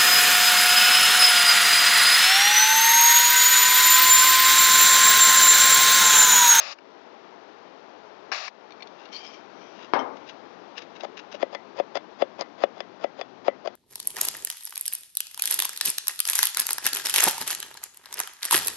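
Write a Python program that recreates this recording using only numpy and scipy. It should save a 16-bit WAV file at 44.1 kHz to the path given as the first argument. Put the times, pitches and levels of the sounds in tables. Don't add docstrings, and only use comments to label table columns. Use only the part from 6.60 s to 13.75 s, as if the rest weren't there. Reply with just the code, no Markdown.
import sys
import numpy as np
from scipy import signal
from scipy.fft import rfft, irfft, next_fast_len
from scipy.io import wavfile
from scipy.ndimage import uniform_filter1d, map_coordinates

SR = 44100
rng = np.random.default_rng(int(sys.argv[2]) if len(sys.argv) > 2 else 0)


def waveform_to_disk(signal):
    frames = np.transpose(np.atleast_2d(signal))
    scaled = np.clip(frames, -1, 1) * 32767
    samples = np.round(scaled).astype(np.int16)
    wavfile.write(sys.argv[1], SR, samples)


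N = 315480
TIME = np.arange(N) / SR
RING_TIME = TIME[:SR * 3 // 4]

# start/s, end/s, steady level/dB, opening surge/dB, first wetness/0-1
SQUIRTS = [(0, 0.13, -42.5, 4.5, 0.13), (1.7167, 1.883, -43.5, 14, 1)]
# f/Hz, width/Hz, level/dB
HOUSING_MODES = [(276.6, 98, -14.5), (385, 125, -8.5), (560, 87, 3), (700, 173, -1.5), (1180, 440, -22.5)]
# f/Hz, width/Hz, level/dB
HELD_DRUM_MODES = [(1320, 67, -2.5), (1837, 110, 2.5), (2090, 75, 1), (2523, 55, 0.5), (2940, 19, -2.5),
                   (3406, 63, 4), (5050, 140, -1), (5650, 120, 2), (6160, 110, -5.5), (6730, 61, -1)]
# t/s, thud/dB, clack/dB, tick/dB, drum ring/dB, teeth/dB, housing pitch/ratio,
# first touch/dB re the blow, rebound/dB re the blow, slide/s, slide/dB
PUSHES = [(4.83, -9, -23, -38, -47, -50, 0.97, 2.5, -38, 0.029, -35.5),
          (5.1993, -9, -25.5, -42, -54, -56, 1.01, -12, -8.5, 0.04, -37),
          (5.623, -6, -17.5, -39, -55, -39, 0.99, -3.5, -18.5, 0.031, -37),
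          (6.0372, -5, -14.5, -27, -60, -49, 1.026, -22, -16, .052, -37.5),
          (6.4439, -11.5, -28.5, -40.5, -45, -51, 1.03, 3, -15, 0.042, -42),
          (6.8816, -5.5, -18.5, -35.5, -33, -52, 1.01, -29, -16, 0.032, -37)]
# t/s, thud/dB, clack/dB, tick/dB, drum ring/dB, teeth/dB,
# rattle/s, rattle/dB re the blow, slide/s, slide/dB, catch lead/s, catch/dB
PULLS = [(4.4346, -21.5, -36, -39, -58, -55, .016, -5, 0.0052, -37.5, 0.029, -41),
         (4.9488, -22, -21.5, -30.5, -37, -49, 0.0038, -12, 0.025, -40, .016, -33.5),
         (5.3548, -18, -23.5, -29, -34, -29, 0.018, -8, .002, -28.5, .002, -47),
         (5.81, -21.5, -30.5, -19.5, -37.5, -40, 0.013, -9.5, .02, -34, 0.014, -30.5),
         (6.2048, -22, -22.5, -31, -42, -49, .004, -18, 0.052, -47.5, 0.0283, -36),
         (6.613, -21.5, -22, -34, -55, -37, 0.0042, -8.5, 0.042, -43, 0.016, -31),
         (7.0746, -16.5, -24.5, -32.5, -48, -40, .008, -21, 0.026, -40.5, 0.016, -24)]


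def amp(db):
    return 10 ** (np.asarray(db) / 20)


def unit(x):
    return x / np.sqrt(np.mean(x ** 2) + 1e-20)


def crest(x):
    power = np.abs(signal.hilbert(x)) ** 2 / 2
    return x / np.sqrt(uniform_filter1d(power, size=44).max())


def along(points, hz):
    f, values = np.transpose(points)
    return np.interp(np.log(hz + 1), np.log(f), values)


def wobble(rate):
    return map_coordinates(rng.standard_normal(int(N * rate / SR) + 4), [TIME * rate / SR])


def filtered(x, response):
    size = next_fast_len(len(x) + SR // 4)
    return irfft(rfft(x, size) * response(np.fft.rfftfreq(size, 1 / SR)), size)[:len(x)]


def coloured(x, spectrum):
    return unit(filtered(x, lambda hz: amp(along(spectrum, hz))))


def impulse(spectrum, size=2048):
    magnitude = amp(along(spectrum, np.fft.rfftfreq(size, 1 / SR)))
    cepstrum = irfft(np.log(magnitude + 1e-6))
    fold = 1 + np.sign(size // 2 - np.arange(size)) * (np.arange(size) > 0)
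    return irfft(np.exp(rfft(cepstrum * fold)))


def resonances(modes, hz):
    return sum((-1) ** k * amp(db) * 1j * hz * width / (f * f - hz * hz + 1j * hz * width)
               for k, (f, width, db) in enumerate(modes))


def peaked(x, modes):
    return filtered(x, lambda hz: 1 + sum(resonances([mode], hz) for mode in modes))


def fade(t, t60):
    return np.exp(-np.log(1000) * t / t60)


def ring(modes):
    return sum(rng.choice([-1, 1]) * amp(db + rng.uniform(-2, 2))
               * fade(RING_TIME, t60) * np.sin(2 * np.pi * hz * RING_TIME) for hz, db, t60 in modes)


def dying(noise, decay):
    hz, t, bands = signal.stft(noise, SR, nperseg=256)
    bands = bands * fade(t, along(decay, hz)[:, None])
    return signal.istft(bands, SR, nperseg=256)[1][:len(noise)]


def grit(rate, spread_db):
    slips = rng.standard_normal(N) * (rng.random(N) < rate / SR)
    return slips * amp(spread_db * rng.standard_normal(N))


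def swell(s, half):
    return np.exp(-np.minimum(((TIME - s) / half) ** 2, 40))


def held(start, end, attack_s, release_s):
    rise = 1 - np.exp(-np.maximum(TIME - start, 0) / attack_s)
    return rise * np.exp(-np.maximum(TIME - end, 0) / release_s)


def strokes(rows, drop_db=18):
    return sum(amp(db - drop_db * np.maximum((s - TIME) / rise, (TIME - s) / fall))
               for s, rise, fall, db in rows)


def add(track, s, sound):
    part = track[round(s * SR):][:len(sound)]
    part += sound[:len(part)]


def workshop_noise():
    drift = [(0, -50, -3.5), (2.3, -49, -4), (3.2, -48, -1), (7.15, -51.5, 4.5)]
    spectrum = [(18, -85), (30, -62.5), (110, -20), (156, -17), (197, -8), (237, -7.5), (396, -3),
                (561, -7), (675, -4.5), (724, -7.5), (813, -5.5), (2160, -19.5), (4140, -25.5),
                (5860, -31.5), (7750, -52), (10100, -68.5), (17000, -120)]
    times, levels, basses = np.transpose(drift)
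    level_db, bass_db = np.interp(TIME, times, levels), np.interp(TIME, times, basses)
    duck_db = -7.5 * sum(held(start, end, attack_s=0.014, release_s=0.11) for start, end, *_ in SQUIRTS)
    noise = coloured(rng.standard_normal(N), spectrum)
    bass = filtered(noise, lambda hz: 1 / (1 + (hz / 260) ** 4))
    return amp(level_db + duck_db + 6 + 0.5 * wobble(9)) * (noise + (amp(bass_db) - 1) * bass)


def spray():
    dry_jet = [(120, -74), (200, -52), (516, -17), (549, -3.5), (781, -0.5), (953, -8.5), (1180, 0),
               (1530, -8.5), (1780, -5), (2110, -6.5), (2580, -1), (3240, -7), (5050, -5), (6650, -15.5),
               (7750, -32), (10100, -75), (17000, -120)]
    wet_jet = [(120, -50), (200, -12.5), (757, 0), (2180, 6.5), (3000, 4.5), (3290, -48), (3780, -9),
               (5530, -1), (6750, -32), (7750, -80), (10100, -75), (17000, -120)]
    jet_dips = [(3160, 300, -5.5), (6200, 110, -14)]
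    spits = [(0.188, 0.0024, -48), (1.882, .004, -37.5)]
    surge_s, clearing_s = 0.058, 0.031
    gas_gain = 0
    drop_gain = sum(amp(db) * swell(s, half) for s, half, db in spits)
    for start, end, db, surge_db, wet in SQUIRTS:
        age = np.maximum(TIME - start, 0)
        valve = held(start, end, attack_s=0.00067, release_s=0.0062)
        flow = amp(db + surge_db * np.exp(-age / surge_s)) * valve
        wetness = wet * np.exp(-age / clearing_s)
        gas_gain += flow * np.sqrt(1 - wetness)
        drop_gain += flow * np.sqrt(wetness)
    notches = lambda hz: amp(sum(db * np.exp(-((hz - f) / width) ** 2) for f, width, db in jet_dips))
    gas = unit(filtered(coloured(rng.standard_normal(N), dry_jet), notches))
    drops = unit(filtered(coloured(grit(rate=9200, spread_db=4.5), wet_jet), notches))
    return (gas_gain * gas + drop_gain * drops) * amp(0.42 * wobble(120))


def can_clinks():
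    taps = [(2.106, -41.5), (2.121, -39), (2.205, -40.5), (2.223, -33), (2.227, -33), (2.272, -39),
            (2.456, -42), (2.488, -44.5)]
    tin_modes = [(1950, 230, -10), (2330, 130, 3.5), (3330, 190, -2.5), (3670, 130, 0), (4350, 130, -1),
                 (5240, 200, -9), (6090, 150, -11.5)]
    out, t = np.zeros(N), TIME[:SR // 16]
    body = filtered(signal.unit_impulse(len(t)), lambda hz: resonances(tin_modes, hz))
    for s, db in taps:
        buzz = rng.standard_normal(len(t)) * fade(t, t60=0.018)
        add(out, s, amp(db) * crest(signal.fftconvolve(buzz, body)))
    return out


def finger_rubs():
    rubs = [(2.41, 0.051, 0.063, -51), (2.457, 0.018, 0.015, -52), (3.245, 0.14, 0.03, -46),
            (3.572, 0.009, 0.0081, -47.5), (3.699, 0.037, 0.017, -40), (4.183, 0.019, 0.019, -34),
            (4.22, 0.011, 0.025, -44), (4.367, 0.019, 0.014, -43), (4.408, 0.0068, 0.012, -35.5),
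            (4.574, 0.005, 0.025, -37.5), (4.596, 0.0089, 0.0096, -38), (4.724, 0.0097, 0.019, -37.5),
            (4.745, 0.004, 0.025, -41.5)]
    friction = [(60, -54), (600, -9), (1600, 5.5), (2500, 1), (3000, 1), (3700, -0.5), (4500, -7.5),
                (5800, -4), (6800, -14), (7700, -48.5)]
    sprocket_modes = [(2610, 230, -2.5), (2795, 160, 9), (3400, 75, 4), (3830, 110, 10.5), (4830, 440, 5),
                      (6350, 310, -6.5)]
    scrape = unit(peaked(coloured(grit(rate=1900, spread_db=0), friction), sprocket_modes))
    return strokes(rubs) * amp(3.5 + 1.5 * wobble(300)) * scrape


def light_drag():
    drags = [(2.528, .012, 0.18, -39.5), (2.65, 0.017, 0.057, -44), (2.745, .03, 0.036, -48),
             (3.02, .08, 0.34, -56)]
    friction = [(600, -8), (1600, 2.5), (2500, 7), (5500, 1), (7000, -9.5), (7700, -29)]
    rasp_modes = [(2355, 120, 11), (3154, 120, 14), (4600, 400, 1.5), (5610, 550, 5.5)]
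    squeaks = [(2.559, 0.017, 4430, 380, -34.5), (2.591, 0.029, 4700, 190, -42),
               (2.569, 0.0074, 5250, 500, -46), (2.676, .016, 5110, 220, -45),
               (2.735, 0.023, 5700, 280, -58), (2.782, .02, 5070, 180, -60), (3.047, 0.13, 5820, 280, -65)]
    rasp = unit(peaked(coloured(grit(rate=6000, spread_db=0.5), friction), rasp_modes))
    out = amp(3.5) * strokes(drags) * rasp
    for s, half, centre, width, db in squeaks:
        band = lambda hz: resonances([(centre, width, 0)], hz) ** 2
        out += amp(db + 1.5) * swell(s, half) * unit(filtered(rng.standard_normal(N), band))
    return out


def can_set_down():
    blows = [(3.336, -22, -41.5), (3.391, -43.5, -39.5)]
    can_modes = [(3110, 0.5, 0.13), (3210, 2.5, 0.086), (5100, -7, 0.069), (5660, -8, 0.12),
                 (6270, -15, .1)]
    long_modes = [(269, -3, .55), (382, -8, .5), (689, -7, .5), (888, 0, .4), (938, -3, .45),
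                  (1096, -3, .33), (1173, -5, .4), (1211, -2, .35), (1255, -4, .33), (1478, -7, .28),
                  (1644, -12, .28), (2159, -11, .5)]
    bench_colour = [(47, -61), (80, -33), (113, -25), (204, -23), (262, -9.5), (574, -6.5), (909, -1.5),
                    (1210, -4), (1550, -13), (2230, -18), (2650, -23), (3030, -23), (3280, -26),
                    (5600, -31), (7750, -71), (10100, -99), (17000, -120)]
    clutter_decay = [(200, 0.85), (1000, 0.49), (2500, 0.32), (6000, 0.17)]
    out = np.zeros(N)
    thump = crest(impulse(bench_colour, size=8192))
    t = TIME[:len(thump)]
    flex = np.cos(2 * np.pi * 420 * t) + 0.85 * np.cos(2 * np.pi * 900 * t)
    flex *= fade(t, 0.021) * (1 - fade(t, 0.0061))
    for s, bench_db, can_db in blows:
        clutter = amp(1.5) * dying(coloured(rng.standard_normal(len(RING_TIME)), bench_colour),
                                   clutter_decay)
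        long_ring = amp(-8.5) * ring(long_modes)
        add(out, s, amp(bench_db) * (amp(10.5) * thump + amp(12) * flex))
        add(out, s, amp(bench_db) * (clutter + long_ring) + amp(can_db) * ring(can_modes))
    return signal.sosfilt(signal.butter(4, [140, 6800], "bandpass", fs=SR, output="sos"), out)


def travel(start, end, attack_s=0.0098, release_s=0.0069):
    return np.interp(TIME, [start - attack_s, start, end, end + release_s], [0, 0.32, 1, 0])


def drum_slides():
    friction = [(50, -48), (200, -1), (550, 14), (1100, 8), (1600, -2), (2600, -3.5), (3450, -2.5),
                (4100, -8.5), (4900, -4), (5600, -18), (6800, -18), (7700, -46.5)]
    speed = 0
    catching = amp(-32) * swell(4.748, half=0.007)
    for s, *_, slide_s, db in PUSHES:
        speed += amp(db) * travel(s - slide_s, s)
        catching += amp(db + 0.5) * swell(s - 0.0049, half=0.008)
    for s, *_, rattle_s, _, slide_s, db, lead_s, catch_db in PULLS:
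        speed += amp(db) * travel(s - slide_s, s + rattle_s)
        catching += amp(catch_db) * swell(s - lead_s, half=0.0063)
    scrape = unit(peaked(coloured(grit(rate=4000, spread_db=0.5), friction), HELD_DRUM_MODES))
    shake = coloured(rng.standard_normal(N), [(100, -12), (400, -4), (1200, 0.5), (3000, -17)])
    shudder = unit(filtered(shake, lambda hz: resonances(HOUSING_MODES, hz)))
    scrape_gain = amp(6 + 1.3 * wobble(160)) * (speed + 0.11 * catching)
    return scrape_gain * scrape + amp(0.5) * catching * shudder


def contacts():
    hops = [(.6, -6), (0.998, -0.5)]
    touch_lead_s, rebound_s, pull_pitch = 0.003, 0.00555, 1.04
    touch_tilt_db = [-17.5, 0, 0, 0, 0]
    hop_tilt_db = [3, 0, -12, 0, 0]
    for s, *blow_db, pitch, touch_db, rebound_db, _, _ in PUSHES:
        blow_db = np.array(blow_db)
        yield s - touch_lead_s, pitch, *(blow_db + touch_db + touch_tilt_db)
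        yield s, pitch, *blow_db
        yield s + rebound_s, pitch, *(blow_db + rebound_db)
    for s, *blow_db, rattle_s, rattle_db, _, _, _, _ in PULLS:
        blow_db = np.array(blow_db)
        yield s, pull_pitch, *blow_db
        for share, db in hops:
            yield s + share * rattle_s, pull_pitch, *(blow_db + rattle_db + db + hop_tilt_db)


def drum_knocks():
    clack_colour = [(100, -61), (500, -30.5), (1100, 8), (1800, 2.5), (2500, 4), (3400, 1), (3800, -7),
                    (4400, -11), (6000, -41.5)]
    tick_colour = [(100, -60.5), (2500, -30), (4000, -1), (5000, 8), (5500, -5.5), (6700, -7.5),
                   (7200, -24.5), (7700, -40)]
    board_modes = [(205, -6, 0.18), (261.3, 1.5, 0.19), (402, -5.5, 0.042)]
    free_drum_modes = [(1770, -6.5, .1), (1980, -3.5, 0.14), (2060, -2.5, 0.13), (2090, -1, 0.065),
                       (2290, -2.5, 0.063), (3120, -14, 0.11), (3350, -22, 0.15)]
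    teeth_modes = [(3240, -6.5, 0.057), (3430, 0.5, 0.065), (4850, -2.5, 0.035), (4920, -3, 0.037),
                   (5670, -14, 0.026)]
    out, t = np.zeros(N), TIME[:SR // 16]
    shove = impulse([(60, -3), (250, -4.5), (500, -3), (1200, -7.5), (3000, -7.5), (7000, -45)], 4096)
    clack = peaked(impulse(clack_colour), HELD_DRUM_MODES)
    tick = peaked(impulse(tick_colour), HELD_DRUM_MODES)
    boards = ring(board_modes)
    for s, pitch, thud_db, clack_db, tick_db, ring_db, teeth_db in contacts():
        thud = crest(filtered(shove, lambda hz: resonances(HOUSING_MODES, hz / pitch)))
        add(out, s, amp(thud_db) * thud)
        add(out, s, amp(thud_db - 30.5) * boards + amp(ring_db) * ring(free_drum_modes))
        add(out, s, amp(teeth_db) * ring(teeth_modes))
        for db, body, t60 in (clack_db, clack, 0.02), (tick_db, tick, 0.012):
            chatter = rng.standard_normal(len(t)) * fade(t, t60)
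            chatter[0] = 9
            add(out, s, amp(db) * crest(signal.fftconvolve(chatter, body)))
    return out


def room(x):
    decay = [(200, 0.28), (700, 0.074), (2000, 0.16), (6000, 0.022)]
    tail = dying(rng.standard_normal(SR // 3), decay)
    return signal.fftconvolve(x, np.pad(tail / np.linalg.norm(tail), (SR // 250, 0)))[:N]


def scene():
    handling = drum_knocks() + drum_slides() + finger_rubs() + can_clinks() + light_drag()
    mono = handling + amp(-24) * room(handling)
    mono += amp(8) * spray() + amp(4) * can_set_down() + workshop_noise()
    return np.array([mono, np.zeros(N)])


def record(dry):
    ceiling_db, low_cut_hz, top_hz = -0.6, 70, 7750
    rounded = dry / (1 + (dry / amp(ceiling_db)) ** 20) ** (1 / 20)
    thinned = signal.sosfilt(signal.butter(2, low_cut_hz, "highpass", fs=SR, output="sos"), rounded)
    band_limit = lambda hz: np.clip((top_hz - hz) / 200, 0, 1)
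    return np.array([filtered(channel, band_limit) for channel in thinned])


dry = scene()
out = record(dry)
waveform_to_disk(out)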